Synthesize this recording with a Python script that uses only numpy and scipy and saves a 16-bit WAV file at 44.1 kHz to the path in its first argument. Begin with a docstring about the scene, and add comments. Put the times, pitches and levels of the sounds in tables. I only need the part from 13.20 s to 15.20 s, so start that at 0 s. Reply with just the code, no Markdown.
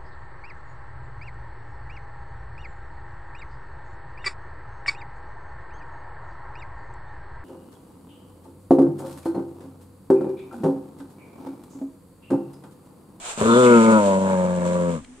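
"""Bull bellowing in a farmyard

A tethered bull bellows once, a few metres away. Air hisses through its muzzle and the vocal folds
catch roughly, then pulse through the resonances of throat, mouth and head. The call swells with the
mouth open and sinks to a long, nearly closed drone. A small tick and a faint low hum follow over
the quiet yard."""
import sys
import numpy as np
from scipy import signal
from scipy.fft import rfft, irfft, next_fast_len
from scipy.io import wavfile
from scipy.ndimage import uniform_filter1d, minimum_filter1d, map_coordinates

SR = 44100
rng = np.random.default_rng(int(sys.argv[2]) if len(sys.argv) > 2 else 0)


def transcribe(signal):
    """Save signal, clipped to [-1, 1], as a 16-bit WAV file at the path in sys.argv[1]."""
    frames = np.atleast_2d(signal).T
    limited = np.clip(frames, -1, 1)
    pcm = np.round(limited * 32767).astype(np.int16)
    wavfile.write(sys.argv[1], SR, pcm)


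N = 88200

# Pitch line of the vocal folds: t/s, f/Hz
FOLD_PITCH = [(0.2, 108.1), (0.27, 112.6), (0.292, 115.7), (0.332, 117.4), (0.372, 124.8), (0.39, 127),
              (0.498, 120.8), (0.604, 112.7), (0.712, 111.8), (0.84, 99.75), (0.934, 95.74), (1.112, 95.58),
              (1.158, 91.88), (1.438, 87.9), (1.562, 88.95), (1.718, 85.57), (1.746, 82.3), (1.8, 72.7)]
# Grit in the voice: t/s, roughness/0-1
ROUGHNESS = [(.18,1),(.25,0.8),(.3,0.58),(.4,0.12),(.72,0.28),(.85,0.15),(1.05,0.37),(1.125,0.48),(1.17,0.27),(1.35,0.33),(1.41,0.34),(1.48,0.21),(1.55,0.32),(1.68,0.13),(1.8,0.55)]
# Body of the call: t/s, throat level/dB, mouth level/dB
THROAT_MOUTH_LEVELS = [(0.18, -26, -34), (0.214, -31, -36), (0.227, -18, -22), (0.246, -25, -28),
                       (0.289, -17, -24.5), (0.368, -18, -15.5), (0.395, -22.5, -15.5),
                       (0.538, -15.5, -14.5), (0.575, -12, -18.5), (0.624, -15, -20), (0.756, -15.5, -19.5),
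                       (0.82, -22.5, -20.5), (0.888, -24, -19), (0.988, -21.5, -24), (1.096, -24.5, -27.5),
                       (1.118, -24, -23), (1.146, -22.5, -25), (1.242, -24, -24), (1.359, -25, -28.5),
                       (1.5, -24.5, -24.5), (1.705, -24.5, -25), (1.749, -27, -34.5), (1.81, -44.5, -58)]
# Centre of the mouth resonance: t/s, f/Hz
MOUTH_SWEEP = [(.22,513),(0.3,480),(.39,516),(.52,480),(0.609,491),(.72,504),(.78,560),(.92,555),(1.149,545.9),(1.45,549),(1.75,492)]
# Envelope of the midrange resonance: t/s, level/dB
MID_LEVEL = [(0.18, -30), (0.22, -31.5), (0.247, -42), (0.292, -25.5), (0.742, -23), (0.774, -20.5),
             (0.882, -28.5), (0.928, -23.5), (0.988, -32), (1.128, -27.5), (1.382, -37), (1.56, -35),
             (1.71, -38.5), (1.81, -58)]
# Centre of the midrange resonance: t/s, f/Hz
MID_SWEEP = [(.3,1007),(.6,943),(.78,930),(.95,943),(1.12,903),(1.3,864),(1.42,913),(1.52,975.4),(1.75,963)]
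# Envelope of the upper-mid resonance: t/s, level/dB
UPPER_MID_LEVEL = [(.18,-45),(.34,-25.5),(.48,-24.5),(.6,-34.5),(0.791,-30),(.83,-48),(1.02,-46),(1.1,-38),(1.4,-41.5),(1.55,-38),(1.66,-36),(1.79,-48.5),(1.81,-72)]
# Bright overtones, up while the mouth is open: t/s, level/dB
BRIGHTNESS = [(0.179, -44), (0.29, -20), (0.438, -24.5), (0.446, -22), (0.588, -21), (0.606, -23),
              (0.778, -22), (0.83, -37), (1.018, -43), (1.092, -37), (1.168, -44), (1.678, -43),
              (1.796, -50), (1.81, -62)]
# Head resonances: f/Hz, width/Hz, level/dB, share following brightness instead of mouth level/0-1
HEAD_MODES = [(335.8,16,7,0.59),(1258,93,8,1),(1388.5,103,6,0.92),(1730,160,-21,0),(2530,70,-21,0.8)]
# Antiresonances of the nasal passage: f/Hz, width/Hz, depth/0-1
NASAL_NOTCHES = [(270.5,7.4,0.96),(781,102,0.56)]
# Opening slaps of the folds: t/s, level/dB, tilt above SLAP_PIVOT_HZ/(dB per octave)
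FOLD_SLAPS = [(.1765,-25,6),(.2135,-8.5,-3),(.2235,-12,0),(.2415,-24,9),(.2505,-16,-1),(.2595,-13.5,0)]
# Resonances that each slap rings: f/Hz, level/dB, T60/s
SLAP_RING = [(215,-7,.055),(440,-4,.04),(590,-5,.03),(1020,-12,.025),(1260,-13,.02),(1450,-17,.02)]
# Colour of the throat turbulence: f/Hz, level/dB
RASP_SPECTRUM = [(60,-35),(140,-24.5),(218,9.5),(300,-10.5),(400,-8.5),(490,3.5),(570,3),(690,-7),(790,-22.5),(960,0.5),(1100,-10),(1400,-24),(1800,-12),(4000,-51.5)]
# Stereo placement of the voice: f/Hz, left minus right/dB
VOICE_PAN = [(60, 9), (110, 2), (200, 3.5), (380, 3), (690, -0.5), (1280, 2.5), (2360, -2.5), (4360, 0.5),
             (8040, -1), (14800, -15)]
# Envelope of the breath, hiss and wheeze together: t/s, level/dB
BREATH_LEVEL = [(0.0, -46.5), (0.066, -35), (0.128, -37), (0.164, -41), (0.202, -33.5), (0.646, -34.5),
                (0.77, -38.5), (0.916, -39), (0.968, -43.5), (1.112, -44.5), (1.404, -48), (1.476, -43.5),
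                (1.746, -47.5), (1.838, -64), (1.848, -55), (1.86, -75)]
# Stereo placement of the breath: f/Hz, left minus right/dB
BREATH_PAN = [(1500,1.5),(3000,-0.5),(5500,-1.5),(8000,-4.5),(11000,5.5)]
# Colour of the muzzle hiss: f/Hz, level/dB
HISS_SPECTRUM = [(100,-40.5),(400,-5.5),(700,3),(1200,0),(1400,0),(1580,-1),(1900,-8.5),(2300,-2.5),(3000,-3),(3800,-5),(5000,-11.5),(6200,-7.5),(7300,2),(8600,-1.5),(9400,-11.5),(10200,-24.5),(15000,-33.5)]
# Stereo image of the hiss: f/Hz, left-right correlation
HISS_IMAGE = [(500,0.89),(1500,-0.11),(3000,0.2),(8000,-0.37),(12000,0.4)]
# Wheezing air in the mouth: t/s, centre f/Hz, level within the breath/dB
WHEEZE_SWEEP = [(.2,3770,-23),(.31,3600,-2.5),(.42,3590,-6),(.47,2460,-1.5),(.66,2130,-3.5),(.8,2370,-10),(.95,1804,-16),(1.13,1680,-1.5),(1.35,1670,-3.5),(1.55,1740,-5.5),(1.8,1810,-6)]
# Muzzle resonances rung by each puff: f/Hz, width/Hz, level/dB
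MUZZLE_MODES = [(1636,250,-1.5),(2204,335,-0.5),(2574,260,-4),(2980,290,-3.5),(3530,196,1.5),(4110,140,-2.5)]
# Colour of the tick: f/Hz, level/dB
TICK_SPECTRUM = [(500,-16),(1300,-3),(2300,0),(3500,-3),(5000,-14),(9000,-20),(12000,-48)]
# Envelope of the low hum: t/s, level/dB
HUM_LEVEL = [(1.74,-85),(1.825,-41),(1.865,-66),(1.89,-45.5),(1.94,-46.5),(2,-62)]
# Colour of the outdoor air: f/Hz, level/dB
YARD_SPECTRUM = [(25,7),(90,1),(150,-3.5),(300,4.5),(600,-10.5),(1200,-10),(3000,-16),(4300,-22),(5200,-20.5),(7500,-14),(9200,-13.5),(10500,-41.5),(15000,-41)]
# Stereo image of the outdoor air: f/Hz, left-right correlation
YARD_IMAGE = [(100, 0.63), (1000, 0.56), (4000, 0)]

START_S, STOP_S, ATTACK_S, RELEASE_S = 0.17, 1.82, 0.056, 0.018
JITTER_CYCLES, SHIMMER_DB, PUFF_DECAY_CYCLES = 0.071, 3, 0.25
THROAT_HZ, THROAT_WIDTH_HZ, MOUTH_WIDTH_HZ, MID_WIDTH_HZ = 192.9, 60.6, 102, 150
UPPER_MID_HZ, UPPER_MID_WIDTH_HZ = 1143.6, 136
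SLAP_PIVOT_HZ, LOW_CUT_HZ, LEFT_LAG_S, MOUTH_DELAY_S = 500, 80, 0.00023, 0.00042
EARS = np.array([[.5], [-.5]])  # each side takes half of a left-right difference


def bull():
    """The bellow: fold pulses jitter and shimmer with roughness; rasp and breath puff in step."""
    pitch, = curves(FOLD_PITCH)
    rough, = curves(ROUGHNESS)
    t = np.arange(N) / SR
    voiced = np.clip((t - START_S) / ATTACK_S, 0, 1) * np.clip((STOP_S - t) / RELEASE_S, 0, 1)
    phase = np.cumsum(pitch) / SR + JITTER_CYCLES * rough ** 2 * wobble(110)  # in cycles
    burst = unit(np.exp(-(phase % 1) / PUFF_DECAY_CYCLES))
    pulsing = voiced * (burst - 1)
    grit = rough * rasp(pulsing)
    shimmer = amp(SHIMMER_DB * rough * wobble(59.92))
    voice = voiced * (shimmer * folds(phase) + grit) + slaps()
    voice = signal.sosfilt(signal.butter(6, LOW_CUT_HZ, "high", fs=SR, output="sos"), voice)
    lag = lambda hz: np.exp(-2j * np.pi * EARS * hz * LEFT_LAG_S)
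    placed = filtered(voice, lambda hz: pan(VOICE_PAN, hz) * lag(hz))
    return placed + breath(voiced, pulsing)


def folds(phase):
    """The pulse train of the vocal folds, built overtone by overtone through the tract."""
    at, gains = tract()
    cycle = np.exp(2j * np.pi * phase)
    overtone, tone = np.ones(N, complex), np.zeros(N)
    for gain in gains:
        overtone = overtone * cycle
        tone += (np.interp(np.arange(N), at, gain) * overtone).real
    return np.sqrt(2) * tone


def tract(hop=128):
    """Throat, mouth and head boost overtones and the nose notches them: gains every hop samples."""
    controls = lambda *tables: [curve[::hop] for table in tables for curve in curves(table)]
    pitch, mouth_hz, mid_hz = controls(FOLD_PITCH, MOUTH_SWEEP, MID_SWEEP)
    throat_db, mouth_db, mid_db = controls(THROAT_MOUTH_LEVELS, MID_LEVEL)
    upper_mid_db, bright_db = controls(UPPER_MID_LEVEL, BRIGHTNESS)
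    overtone_hz = np.arange(1, 45)[:, None] * pitch
    body = amp(throat_db + 0.5) * formant(overtone_hz, THROAT_HZ, THROAT_WIDTH_HZ)
    body[0] = -amp(-38 + 0.27 * (pitch - pitch.mean()))  # the fundamental grows as the pitch rises
    vowel = amp(mouth_db + 0.5) * formant(overtone_hz, mouth_hz, MOUTH_WIDTH_HZ)
    vowel += amp(mid_db + 0.5) * formant(overtone_hz, mid_hz, MID_WIDTH_HZ)
    vowel += amp(upper_mid_db - 1.5) * formant(overtone_hz, UPPER_MID_HZ, UPPER_MID_WIDTH_HZ)
    for hz, width, db, share in HEAD_MODES:
        level_db = db + share * bright_db + (1.5 - share) * mouth_db
        vowel += amp(level_db) * formant(overtone_hz, hz, width)
    gains = body + vowel * np.exp(-2j * np.pi * overtone_hz * MOUTH_DELAY_S)
    for hz, width, depth in NASAL_NOTCHES:
        gains *= 1 - depth * np.exp(-((overtone_hz - hz) / width) ** 2)
    return np.arange(N)[::hop], gains


def slaps():
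    """The folds slap unevenly before they settle into a pitch, some slaps brighter than others."""
    out, t = np.zeros(N), np.arange(SR // 10) / SR
    for start_s, slap_db, tilt_db in FOLD_SLAPS:
        for hz, db, t60 in SLAP_RING:
            level_db = slap_db + db + tilt_db * max(np.log2(hz / SLAP_PIVOT_HZ), 0)
            ring = amp(level_db - 60 * t / t60) * np.sin(2 * np.pi * hz * t)
            out[round(start_s * SR):][:len(t)] += ring
    return out


def rasp(pulsing):
    """Throat turbulence, chopped by the folds: a low growl with an upper-mid edge."""
    _, mouth_db = curves(THROAT_MOUTH_LEVELS)
    upper_mid_db, = curves(UPPER_MID_LEVEL)
    turbulence = lambda colour: unit(filtered(puffs(pulsing, 0.71) * rng.standard_normal(N), colour))
    growl = amp(mouth_db + 2) * turbulence(lambda hz: amp(along(RASP_SPECTRUM, hz)))
    edge = amp(upper_mid_db + 5.5) * turbulence(lambda hz: peak(hz, UPPER_MID_HZ, 2 * UPPER_MID_WIDTH_HZ))
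    return (growl + edge) * flutter(2.53)


def breath(voiced, pulsing):
    """Air through the muzzle: a wide hiss, joined by a wheeze while the voice sounds."""
    breath_db, = curves(BREATH_LEVEL)
    hiss = amp(-0.5) * puffs(pulsing, 0.22) * wide_noise(HISS_SPECTRUM, HISS_IMAGE) * flutter(1.1)
    wheezing = amp(2) * voiced * wheeze(pulsing) * flutter(1.1)
    return amp(breath_db) * filtered(hiss + wheezing, lambda hz: pan(BREATH_PAN, hz))


def wheeze(pulsing):
    """Puffs of air ring the muzzle; the mouth's shape favours the resonances near a moving centre."""
    centre_hz, level_db = curves(WHEEZE_SWEEP)
    reach_hz = 510
    weights = np.array([amp(db) / (1 + ((hz - centre_hz) / reach_hz) ** 2) for hz, _, db in MUZZLE_MODES])
    weights /= np.linalg.norm(weights, axis=0)
    rings = np.zeros((2, N))
    for weight, (hz, width, _) in zip(weights, MUZZLE_MODES):
        air = puffs(pulsing, 0.95) * rng.standard_normal((2, N))
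        rings += weight * unit(filtered(air, lambda f: peak(f, hz, width)))
    return amp(level_db) * rings


def puffs(pulsing, depth):
    """Airflow envelope: one puff per fold cycle, from steady (depth 0) to fully chopped (1)."""
    return unit(1 + depth * pulsing)


def tick(start_s=1.8465, t60_s=0.02, level_db=-43):
    """One small, crisp tick after the call."""
    age = np.arange(N) / SR - start_s
    return amp(level_db - 60 * np.abs(age) / t60_s) * (age > 0) * noise(TICK_SPECTRUM)


def echo(x, level_db=-18, t60_s=0.14, predelay_s=0.006):
    """Short, weak scatter from ground, trees and shed."""
    t = np.arange(SR // 3) / SR
    tail = rng.standard_normal((2, len(t))) * amp(-60 * t / t60_s) * (t > predelay_s)
    return amp(level_db) * signal.fftconvolve(x, tail / np.linalg.norm(tail[0]), axes=1)[:, :N]


def hum(centre_hz=257.4):
    """A faint, slightly wavering low tone as the call ends."""
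    level_db, = curves(HUM_LEVEL)
    pitch = centre_hz * (1 + 0.01 * wobble(22))
    return amp(level_db) * np.sqrt(2) * np.sin(2 * np.pi * np.cumsum(pitch) / SR)


def yard():
    """A steady bed of quiet outdoor air."""
    return amp(-52) * wide_noise(YARD_SPECTRUM, YARD_IMAGE)


def amp(db):
    """Decibels to gain."""
    return 10 ** (np.asarray(db) / 20)


def unit(x):
    """Scale to rms 1."""
    return x / np.sqrt(np.mean(x ** 2) + 1e-20)


def along(points, hz):
    """Read (f/Hz, value) points on a log frequency axis."""
    f, values = np.transpose(points)
    return np.interp(np.log(hz + 1), np.log(f + 1), values)


def pan(points, hz):
    """Left and right gains from a table of level differences."""
    return amp(EARS * along(points, hz))


def curves(rows):
    """One automation curve, sample by sample, for each column after the time."""
    times, *columns = np.transpose(rows)
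    return [np.interp(np.arange(N) / SR, times, column) for column in columns]


def wobble(rate):
    """A smooth random curve with rate knots a second."""
    return map_coordinates(rng.standard_normal(2000), [np.arange(N) * rate / SR], mode="mirror")


def flutter(depth_db):
    """A gain that flickers quickly at random."""
    return amp(depth_db * wobble(39))


def peak(hz, centre_hz, width_hz):
    """Complex response of a steep resonance: two band-passes in series."""
    return (1j * hz * width_hz / (centre_hz ** 2 - hz ** 2 + 1j * hz * width_hz)) ** 2


def formant(overtone_hz, centre_hz, width_hz):
    """Gain of each overtone (rows) in a steep resonance, held at unit total power."""
    gain = peak(overtone_hz, centre_hz, width_hz)
    return gain / np.linalg.norm(gain, axis=0)


def filtered(x, response):
    """Shape x with a complex frequency response."""
    size = next_fast_len(N + SR // 2)
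    return irfft(rfft(x, size) * response(np.fft.rfftfreq(size, 1 / SR)), size)[..., :N]


def noise(spectrum):
    """Coloured noise of rms 1."""
    return unit(filtered(rng.standard_normal(N), lambda hz: amp(along(spectrum, hz))))


def wide_noise(spectrum, correlation):
    """Coloured mid-side noise whose stereo width changes with frequency."""
    angle = lambda hz: np.arccos(along(correlation, hz)) / 2
    mid = filtered(noise(spectrum), lambda hz: np.cos(angle(hz)))
    side = filtered(noise(spectrum), lambda hz: np.sin(angle(hz)))
    return np.array([mid + side, mid - side]) / mid.std()


def scene():
    """Bull and tick up front with their echo; hum and yard air behind."""
    near = bull() + tick()
    return near + echo(near) + hum() + yard()


def record(dry, ceiling=0.86, smoothing_s=0.012, top_hz=15400):
    """A limiter holds down the loudest pulses, then a brick-wall low-pass trims the top."""
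    size = round(smoothing_s * SR)
    needed = ceiling / np.maximum(np.abs(dry).max(axis=0), ceiling)
    gain = uniform_filter1d(minimum_filter1d(needed, 2 * size), size)
    return filtered(gain * dry, lambda hz: hz < top_hz)


dry = scene()
out = record(dry)
transcribe(out)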